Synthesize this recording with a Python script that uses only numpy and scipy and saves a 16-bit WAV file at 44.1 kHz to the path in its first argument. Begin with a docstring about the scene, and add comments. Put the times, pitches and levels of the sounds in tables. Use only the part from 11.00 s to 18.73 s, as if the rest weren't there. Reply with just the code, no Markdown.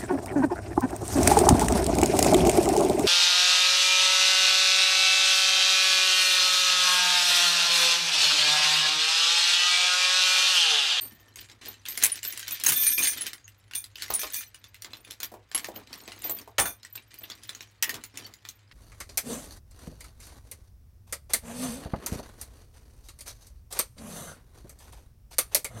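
"""Clacks, pings and chimes of steel: hands rummage through sockets and tools in a fabric bag on a workshop floor.
Pieces pressed together clack as noise cracks with choked notes; pings and chimes are fluttering sines that die ever faster.
Each push of the hand and each clack swells the filtered jostle of the heap and the rub of the cloth.
Dull knocks and low handling thumps are padded bursts of noise, over still air and a faint mains hum."""
import sys
import numpy as np
from scipy import signal
from scipy.io import wavfile
from scipy.ndimage import uniform_filter1d

SR = 44100
rng = np.random.default_rng(int(sys.argv[2]) if len(sys.argv) > 2 else 0)


def generate_wav(signal):
    """Clip the signal to [-1, 1] and save it as 16-bit WAV at the path in sys.argv[1]."""
    frames = np.transpose(np.atleast_2d(signal))
    scaled = np.clip(frames, -1, 1) * 32767
    pcm = np.round(scaled).astype(np.int16)
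    wavfile.write(sys.argv[1], SR, pcm)


N = 340893

# the clacks of steel on steel that stand out, before the trim: t/s, level/dB, treble against that level/dB
CLACKS = [(0.358, -43.5, -0.5), (0.658, -45, 2), (0.854, -41, -6), (0.885, -38, 2), (0.975, -34, 6),
          (1.025, -29, 3), (1.036, -24, 9.5), (1.23, -37, 2), (1.25, -36, 2), (1.375, -37.5, 0),
          (1.509, -38, 6.5), (1.637, -30, 5.5), (1.664, -25.5, 8.5), (1.684, -26.5, 2), (1.69, -25, 7),
          (1.72, -27.5, 5.5), (1.866, -34.5, -1), (1.977, -32.5, -12), (2.266, -36, 1.5), (2.332, -39.5, 4),
          (2.479, -52, 1.5), (2.711, -42.5, -14), (2.735, -42, -1), (2.752, -38.5, 5), (2.841, -43.5, 0),
          (2.956, -42.5, -7), (3.021, -33, -1.5), (3.104, -34.5, -2.5), (3.139, -37, 13), (3.233, -32, -21),
          (3.343, -38.5, 10), (3.545, -47, 0), (3.641, -44.5, -10), (3.744, -46.5, -5.5), (3.821, -43.5, 4),
          (3.846, -38.5, -9), (3.933, -40, -12), (4.048, -50, -4), (4.108, -37, -3.5), (4.202, -36, -4),
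          (4.231, -34, 0.5), (4.515, -39.5, -9), (4.547, -27.5, -5), (4.577, -32, -1.5), (4.644, -33, -9),
          (4.76, -42, -18), (4.929, -41, -3), (4.939, -45, -1), (5.077, -39.5, -12), (5.119, -40, -12),
          (5.22, -48, 4), (5.296, -42, 13), (5.387, -46.5, 1), (5.582, -20, -11), (5.598, -32, 11),
          (5.656, -34.5, -9), (5.831, -46, -9), (5.849, -44, -3.5), (5.954, -43.5, -4), (5.976, -44, -39),
          (6.141, -50.5, 4), (6.238, -41.5, -37), (6.3, -38.5, -5.5), (6.316, -40, -22), (6.435, -52.5, 5),
          (6.492, -38, 0), (6.549, -42, -6), (6.607, -40.5, -7), (6.825, -24.5, 0.5), (6.893, -33, 2.5),
          (6.942, -35.5, -2.5), (7.038, -39, -1.5), (7.173, -36.5, -3.5), (7.338, -50, 2.5),
          (7.451, -41, -14), (7.488, -42.5, 3), (7.713, -48.5, -32)]
# the hand pushes through the heap, before the trims: start t/s, length/s, steel level/dB, cloth level/dB
PUSHES = [(0.0, 0.052, -46, -54.5), (0.097, 0.21, -66, -65.5), (0.366, 0.057, -49.5, -59.5),
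          (0.485, 0.027, -54.5, -57), (0.611, 0.092, -43.5, -48), (0.858, 0.33, -42.5, -60.5),
          (1.003, 0.058, -33, -53), (1.234, 0.58, -42, -59), (1.643, 0.27, -36, -52.5),
          (1.978, 0.11, -32, -47), (2.119, 0.16, -40.5, -54.5), (2.971, 0.45, -46.5, -64),
          (3.113, 0.12, -40.5, -54.5), (3.83, 0.16, -63, -61), (4.065, 0.033, -51, -58.5),
          (4.576, 0.222, -60.5, -53), (4.868, 0.56, -55, -55.5), (5.229, 0.066, -42.5, -52),
          (5.586, 0.043, -63, -39.5), (6.105, 0.53, -58.5, -65), (6.836, 0.13, -51, -48.5),
          (7.138, 0.13, -51.5, -54.5)]
# the clack level at which the weight of a blow and the stir it causes are set
REFERENCE_DB = -40


def amp(db):
    """Turns decibels into gain."""
    return 10 ** (np.asarray(db) / 20)


def unit(x):
    """Scales a signal to rms 1."""
    return x / np.sqrt(np.mean(x ** 2) + 1e-20)


def read(points, hz):
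    """Reads a table on a log-frequency axis."""
    f, value = np.transpose(points)
    return np.interp(np.log(hz + 1), np.log(f + 1), value)


def add(mix, s, sound):
    """Mixes a sound in at time s, cut off at the end of the mix."""
    part = mix[max(round(s * SR), 0):][:len(sound)]
    part += sound[:len(part)]


def colour(x, *spectra, size=2048):
    """Minimum-phase filter with the summed dB spectra, so that attacks stay sharp."""
    hz = abs(np.fft.fftfreq(size, 1 / SR))
    gain_db = sum(read(points, hz) for points in spectra)
    log_gain = np.log(amp(gain_db))
    response = np.exp(np.conj(signal.hilbert(log_gain)))
    taps = np.fft.ifft(response).real
    return signal.oaconvolve(x, taps[:size // 2])[:len(x)]


def uneven_times(start, length, gap_s, size=24):
    """Times from start on, about gap_s apart, until the length is used up."""
    gaps = gap_s * (.5 + rng.random(size))
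    after = np.append(0, np.cumsum(gaps))
    return start + after[after <= abs(length)]


def contact(t, crack_s, note_db, note_s, rise_s=0.00057, count=5):
    """One touch of steel on steel: a noise crack and a few notes that the heap chokes at once."""
    hz = np.geomspace(1500, 15000, 200)[rng.integers(0, 200, (count, 1))]
    notes = np.sin(2 * np.pi * hz * t) * np.sqrt(hz / hz.max()) * np.exp(-t / note_s)
    crack = rng.standard_normal(len(t)) * np.exp(-t / crack_s)
    attack = 1 - np.exp(-t / rise_s)
    return (crack + amp(note_db) * notes.mean(0)) * attack


def clacks(rows, bounce_s=0.0068, bounce_db=-9, fall_db=-3, dullness=0.083, heft=0.49, level_db=3, count=3):
    """A hard contact, then ever weaker rebounds; the duller blows carry more bass."""
    # broad colour of a clack: f/Hz, level/dB
    clack_colour = [(40, -13.5), (150, -15.5), (300, -4), (750, -6.5), (1700, 3.5), (3000, 4), (6500, 4.5),
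                    (10500, -0.5), (15500, -1)]
    shape_db = 3.5  # sets how widely the broad colour varies from blow to blow
    out, t = np.zeros(N), np.arange(SR // 10) / SR
    for s, db, treble_db in rows:
        # light touches are crisp; heavy ones crack longer and stir their neighbours
        weight = amp(heft * (db - REFERENCE_DB))
        hit = contact(t, crack_s=0.0019 * weight, note_db=6, note_s=0.004)
        delays = np.cumsum(bounce_s * (.5 + rng.random(count)))
        for k, delay in enumerate(delays):
            rebound = contact(t, crack_s=0.0031, note_db=-12.0, note_s=0.02)
            add(hit, delay, weight * amp(bounce_db + k * fall_db) * rebound)
        hit = hit / np.sqrt(np.mean(hit[:SR // 160] ** 2))  # level set by the first 6 ms
        tilt = [(700, -dullness * treble_db), (1900, 0.021), (4500, 0.017), (9500, treble_db)]
        # the broad colour varies at random from blow to blow
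        shape = [(hz, shape_db * rng.uniform(-2, 1)) for hz in np.geomspace(1200, 15000, 20)]
        add(out, s, amp(db + level_db) * colour(hit, clack_colour, tilt, shape))
    return out


def loose_clacks():
    """Rows for the lesser clacks of each push: a harder push knocks pieces together harder."""
    per_s, treble_db = 14, 1.5
    level_db, spread_db = -0.5, 3  # against the steel level of the push
    rows = []
    for start, length, push_db, _ in PUSHES:
        for s in uneven_times(start, length, 1 / per_s)[1:]:
            db = push_db + level_db + spread_db * rng.standard_normal()
            rows.append((s, db, treble_db))
    return rows


def ring(hz, db, decay_s, rise_s=.0006, flutter=0.5, choke=1.2, free=0.18, size=90, count=SR // 2):
    """One mode: it flutters as the piece rocks, and dies ever faster as the heap closes on it."""
    t = np.arange(count) / SR
    wobble = rng.standard_normal(len(t))
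    wobble = uniform_filter1d(uniform_filter1d(wobble, size), size)
    rocking = 1 + flutter * unit(wobble)
    # free decay is straight in dB, choking bends it down; together 60 dB are lost by 0.84 decay_s
    fade = np.exp(-np.log(1000) * (free * t / decay_s + choke * (t / decay_s) ** 2))
    attack = 1 - np.exp(-t / rise_s)
    return amp(db) * fade * attack * rocking * np.sin(2 * np.pi * (hz * t + rng.random()))


def pings(level_db=-3):
    """Short clear pings of steel, each on one pitch."""
    # the pings that stand out, before the trim: t/s, f/Hz, level/dB, decay scale/s
    ping_notes = [(0.091, 1804, -60, 1), (0.683, 13850, -32, 0.094), (0.973, 9000, -29, 0.05),
                  (1.038, 6470, -5.5, 0.014), (1.118, 9450, -20, 0.062), (1.274, 13400, -22, 0.06),
                  (1.522, 13550, -24, 0.099), (1.663, 6450, -12, 0.038), (1.682, 9470, -7, 0.028),
                  (1.758, 13379, -19.5, 0.29), (1.76, 3530, -29, 0.3), (1.866, 9630, -10.5, 0.051),
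                  (1.876, 9000, -19, 0.2), (1.904, 12430, -17, 0.21), (1.98, 2426, -22.5, 0.099),
                  (2.028, 6430, -16, 0.075), (2.077, 9030, -16.5, 0.12), (2.209, 10100, -23, 0.074),
                  (2.443, 6620, -43.5, 0.086), (2.751, 9070, -21.5, 0.13), (3.102, 14940, -25, 0.047),
                  (3.136, 11197, -21, 0.037), (3.146, 9600, -20, 0.083), (4.231, 14100, -31, 0.08),
                  (4.547, 11070, -15.5, 0.07), (4.758, 14360, -32, 0.058), (5.239, 13650, -23, 0.11),
                  (5.297, 13550, -26, 0.23), (5.588, 9140, -19, 0.16), (5.927, 13700, -30.5, 0.026),
                  (5.956, 13710, -32.5, 0.043), (6.185, 13900, -38, 0.054), (6.233, 14100, -32, 0.035),
                  (6.826, 1910, -30.5, 0.18), (6.892, 1843, -25.5, 0.075), (7.25, 4490, -40, 0.093)]
    out = np.zeros(N)
    for s, hz, db, decay_s in ping_notes:
        add(out, s, ring(hz, db + level_db, decay_s))
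    return out


def chimes(blows, modes, decay_s=0.18):
    """Each blow lands on another spot and so shares itself differently among the modes."""
    spot_db = 3  # standard deviation of each mode from blow to blow
    out = np.zeros(N)
    for s, db in blows:
        for hz, mode_db in modes:
            spot = spot_db * rng.standard_normal()
            add(out, s, ring(hz, db + mode_db + spot, decay_s, count=SR // 5))
    return out


def tube_chimes():
    """A long thin-walled socket rings on its few high modes when struck."""
    # modes of the tube: f/Hz, level/dB
    tube_modes = [(4522, -20), (8660, -5), (12110, -1), (12250, -7), (13955, -3)]
    # blows on the tube: t/s, level/dB
    tube_blows = [(.010, -31.5), (.886, -36), (1.238, -37), (1.826, -27)]
    return chimes(tube_blows, tube_modes)


def socket_knocks():
    """Sockets knock together, once or in a short run: rows of t/s, level/dB."""
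    # single knocks and runs of the sockets: start t/s, length/s, level/dB
    knock_runs = [(1.724, 0.24, -29), (1.981, 0.13, -26), (2.749, 0.02, -35), (3.193, 0.02, -31.5),
                  (3.333, 0.06, -35), (5.587, 0.02, -28.5), (5.655, 0.02, -32)]
    gap_s = 0.045
    return [(s, db) for start, length, db in knock_runs for s in uneven_times(start, length, gap_s)]


def socket_chimes(knocks, level_db):
    """The sockets ring on their many modes at each knock."""
    # modes of the sockets: f/Hz, level/dB
    socket_modes = [(1722, -18), (2411, -13), (3531, -13), (4435, -19), (5361, -15), (5943, -7),
                    (6462, -11), (6680, -15), (8290, -14), (9018, -3), (9452, -8), (10050, -8),
                    (10938, -18), (12495, -4), (13368, -6), (14233, -17), (14880, -6), (15566, -12)]
    return amp(level_db) * chimes(knocks, socket_modes)


def socket_ticks(knocks):
    """Rows for the small clack of steel that starts each knock."""
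    level_db, treble_db = -17, 1  # level against the knock
    return [(s, db + level_db, treble_db) for s, db in knocks]


def movement(pushes, stir_db, stir_slope):
    """Gain over time: a push swells, holds and dies away; after each clack the heap settles."""
    attack_s, release_s, settle_s = 0.0042, 0.037, 0.04
    power, t = np.zeros(N), np.arange(SR) / SR
    swell = np.minimum(t / attack_s, 1)
    for start, length, db in pushes:
        shape = swell * np.exp(-np.maximum(t - length, 0) / release_s)
        add(power, start, (amp(db) * shape) ** 2)
    settling = swell * np.exp(-t / settle_s)
    for s, db, _ in CLACKS:
        stir = amp(stir_db + stir_slope * (db - REFERENCE_DB))
        add(power, s, (stir * settling) ** 2)
    return np.sqrt(power)


def jostle(per_s=170, spread_db=4.5, grit_db=-7, count=32):
    """Many small pieces touch at random, each with its own notes, over a fine grit."""
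    t = np.arange(SR // 25) / SR
    sizes = amp(spread_db * np.minimum(rng.exponential(1, N), 3)) * (rng.random(N) < per_s / SR)
    piece, touches = rng.integers(0, count, N), np.zeros(N)
    pieces = [contact(t, crack_s=0.0023, note_db=-0.5, note_s=0.018) for _ in range(count)]
    for at in np.flatnonzero(sizes):
        add(touches, at / SR, sizes[at] * pieces[piece[at]])
    return unit(touches) + amp(grit_db) * rng.standard_normal(N)


def grains(per_s, spread_db, decay_s, smooth):
    """Noise of mean power near 1, made of many tiny slips of uneven size over a smooth rub."""
    sizes = amp(spread_db * np.minimum(rng.exponential(1, N), 3.5)) * (rng.random(N) < per_s / SR)
    fade = np.exp(-2 / (decay_s * SR))  # power fades twice as fast as amplitude
    power = signal.lfilter([1], [1, -fade], sizes ** 2)
    return rng.standard_normal(N) * np.sqrt(power / power.mean() + abs(smooth))


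def tinkles(shifting):
    """Tiny bits and small sockets ring briefly at random, as loudly as the steel around them shifts."""
    # kinds of loose piece: lowest f/Hz, highest f/Hz, rate/(1/s), level against the shifting gain/dB, decay scale/s
    stray_notes = [(13320, 14900, 6.2, 5.5, 0.061), (3981, 15000, 4.9, 3, 0.04)]
    out = np.zeros(N)
    for low_hz, high_hz, per_s, db, decay_s in stray_notes:
        chance, pitch = rng.random((2, N))
        for at in np.flatnonzero(chance < per_s / SR):
            hz = low_hz + (high_hz - low_hz) * pitch[at]
            add(out, at / SR, shifting[at] * ring(hz, db, decay_s, count=SR // 12))
    return out


def heap(steel_db=-2, cloth_db=-1, idle_db=-70):
    """Steel shifts and cloth rubs as the hands push through; the steel is never quite still."""
    # colour of the shifting steel: f/Hz, level/dB
    steel_colour = [(200, -24.5), (900, -17), (1700, -2), (4000, -0.5), (7000, -6.5), (11000, -15),
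                    (15500, -22)]
    # colour of the rubbing cloth: f/Hz, level/dB
    cloth_colour = [(20, -28), (40, -4.5), (150, -8.5), (270, 3), (600, -10.5), (1100, -5), (2500, -18),
                    (8000, -35)]
    # stir after a clack, before the trims: dB at the reference clack, dB more per dB of clack
    stir_steel, stir_cloth = (-56, 0.7), (-63.5, 1)
    shifting = movement([(s, length, db) for s, length, db, _ in PUSHES], *stir_steel) + amp(idle_db)
    dragging = movement([(s, length, db) for s, length, _, db in PUSHES], *stir_cloth)
    steel = unit(colour(jostle(), steel_colour)) * shifting * amp(steel_db)
    rub = grains(per_s=26, spread_db=1.0, decay_s=0.047, smooth=0.086)
    cloth = unit(colour(rub, cloth_colour)) * dragging * amp(cloth_db)
    return steel + cloth + tinkles(shifting)


def thumps(rows, decay_s=0.012, level_db=3):
    """Dull, padded bursts of decaying noise; each reaches up to a highest strong pitch of its own."""
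    # colour of a thump whose highest strong pitch is 1000 Hz: f/Hz, level/dB
    thump_colour = [(50, -7.5), (180, -28), (330, -3), (600, -3), (1000, -2), (1400, -15.5), (3000, -27)]
    out, t = np.zeros(N), np.arange(SR // 6) / SR
    for s, db, hz in rows:
        shape = [(f * hz / 1000, gain_db) for f, gain_db in thump_colour]
        thud = colour(rng.standard_normal(len(t)) * np.exp(-t / decay_s), shape)
        early_rms = np.sqrt(np.mean(thud[:SR // 80] ** 2))
        add(out, s, amp(db + level_db) * thud / early_rms)
    return out


def main_thumps():
    """Dull knocks and low handling thumps."""
    # the dull knocks and thumps, before the trim: t/s, level/dB, highest strong f/Hz
    thump_rows = [(.12, -55.5, 220), (.37, -53.5, 74.5), (1.7, -43.5, 280), (3.102, -36, 1240),
                  (3.232, -43, 1170), (3.239, -44.5, 950), (4.317, -49, 740), (4.339, -46, 882),
                  (4.546, -49, 1263), (4.685, -40, 770), (4.762, -48.5, 710), (5.08, -50.5, 750),
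                  (5.248, -45, 843), (5.293, -42.5, 925), (5.476, -49, 1010), (5.584, -25, 1825),
                  (5.597, -30.5, 1230), (5.655, -38, 1720), (6.215, -58, 636), (6.712, -68, 100),
                  (6.826, -51, 1390), (6.944, -52, 328), (7.19, -56.5, 300)]
    return thumps(thump_rows)


def nudges():
    """Rows for the lesser dull knocks during each push of the bag."""
    per_s, level_db, top_hz = 18, -6, 720  # level against the cloth level of the push
    return [(s, db + level_db, top_hz)
            for start, length, _, db in PUSHES for s in uneven_times(start, length, 1 / per_s)[1:]]


def room(x, build_s=0.003):
    """Sparse random reflections of a small workshop; the treble dies sooner than the bass."""
    # reverberation time, 60 dB down: f/Hz, t60/s
    room_t60 = [(200, 0.27), (1500, 0.18), (6000, 0.073), (15000, 0.12)]
    taps = rng.choice([-1., 1.], SR // 2) * (rng.random(SR // 2) < 3000 / SR)
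    hz, t, z = signal.stft(taps, SR, nperseg=256)
    decay = np.exp(-np.log(1000) * t / read(room_t60, hz)[:, None])
    tail = signal.istft(z * decay, SR, nperseg=256)[1]
    tail *= 1 - np.exp(-np.arange(len(tail)) / SR / build_s)
    return signal.oaconvolve(x, tail / np.linalg.norm(tail))[:N]


def background(air_db=-62, hum_db=-68, hum_hz=100.5):
    """Still air as coloured noise, and a faint mains hum as one sine."""
    # colour of the still air: f/Hz, level/dB
    air_colour = [(20, -27), (40, -8), (62, -2), (80, -10.5), (105, 5.5), (140, -17), (300, -18.5),
                  (700, -24), (2000, -22), (7000, -44), (16000, -49.5)]
    air = unit(colour(rng.standard_normal(N), air_colour, size=8192))
    hum = unit(np.sin(2 * np.pi * hum_hz * np.arange(N) / SR))
    return amp(air_db) * air + amp(hum_db) * hum


def scene(hit_room_db=-8, ring_room_db=-14, socket_db=-1):
    """Mixes hits, rings and rustle with the air; hits and rings also excite the room."""
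    knocks = socket_knocks()
    hits = clacks(CLACKS) + clacks(socket_ticks(knocks) + loose_clacks())
    hits = hits + main_thumps() + thumps(nudges())
    rings = pings() + tube_chimes() + socket_chimes(knocks, socket_db)
    rustle = heap()
    wet = room(amp(hit_room_db) * hits + amp(ring_room_db) * rings)
    return (hits + rings + rustle + wet + background())[None]


def record(dry, low_cut_hz=41, edge_hz=16000):
    """Cuts the deepest bass and limits the band at the top."""
    bass_cut = signal.butter(4, low_cut_hz, "highpass", fs=SR, output="sos")
    thinned = signal.sosfilt(bass_cut, dry)
    taps = signal.firwin(255, edge_hz, window=("kaiser", 8), fs=SR)
    return signal.oaconvolve(thinned, taps[None], "same")


dry = scene()
out = record(dry)
generate_wav(out)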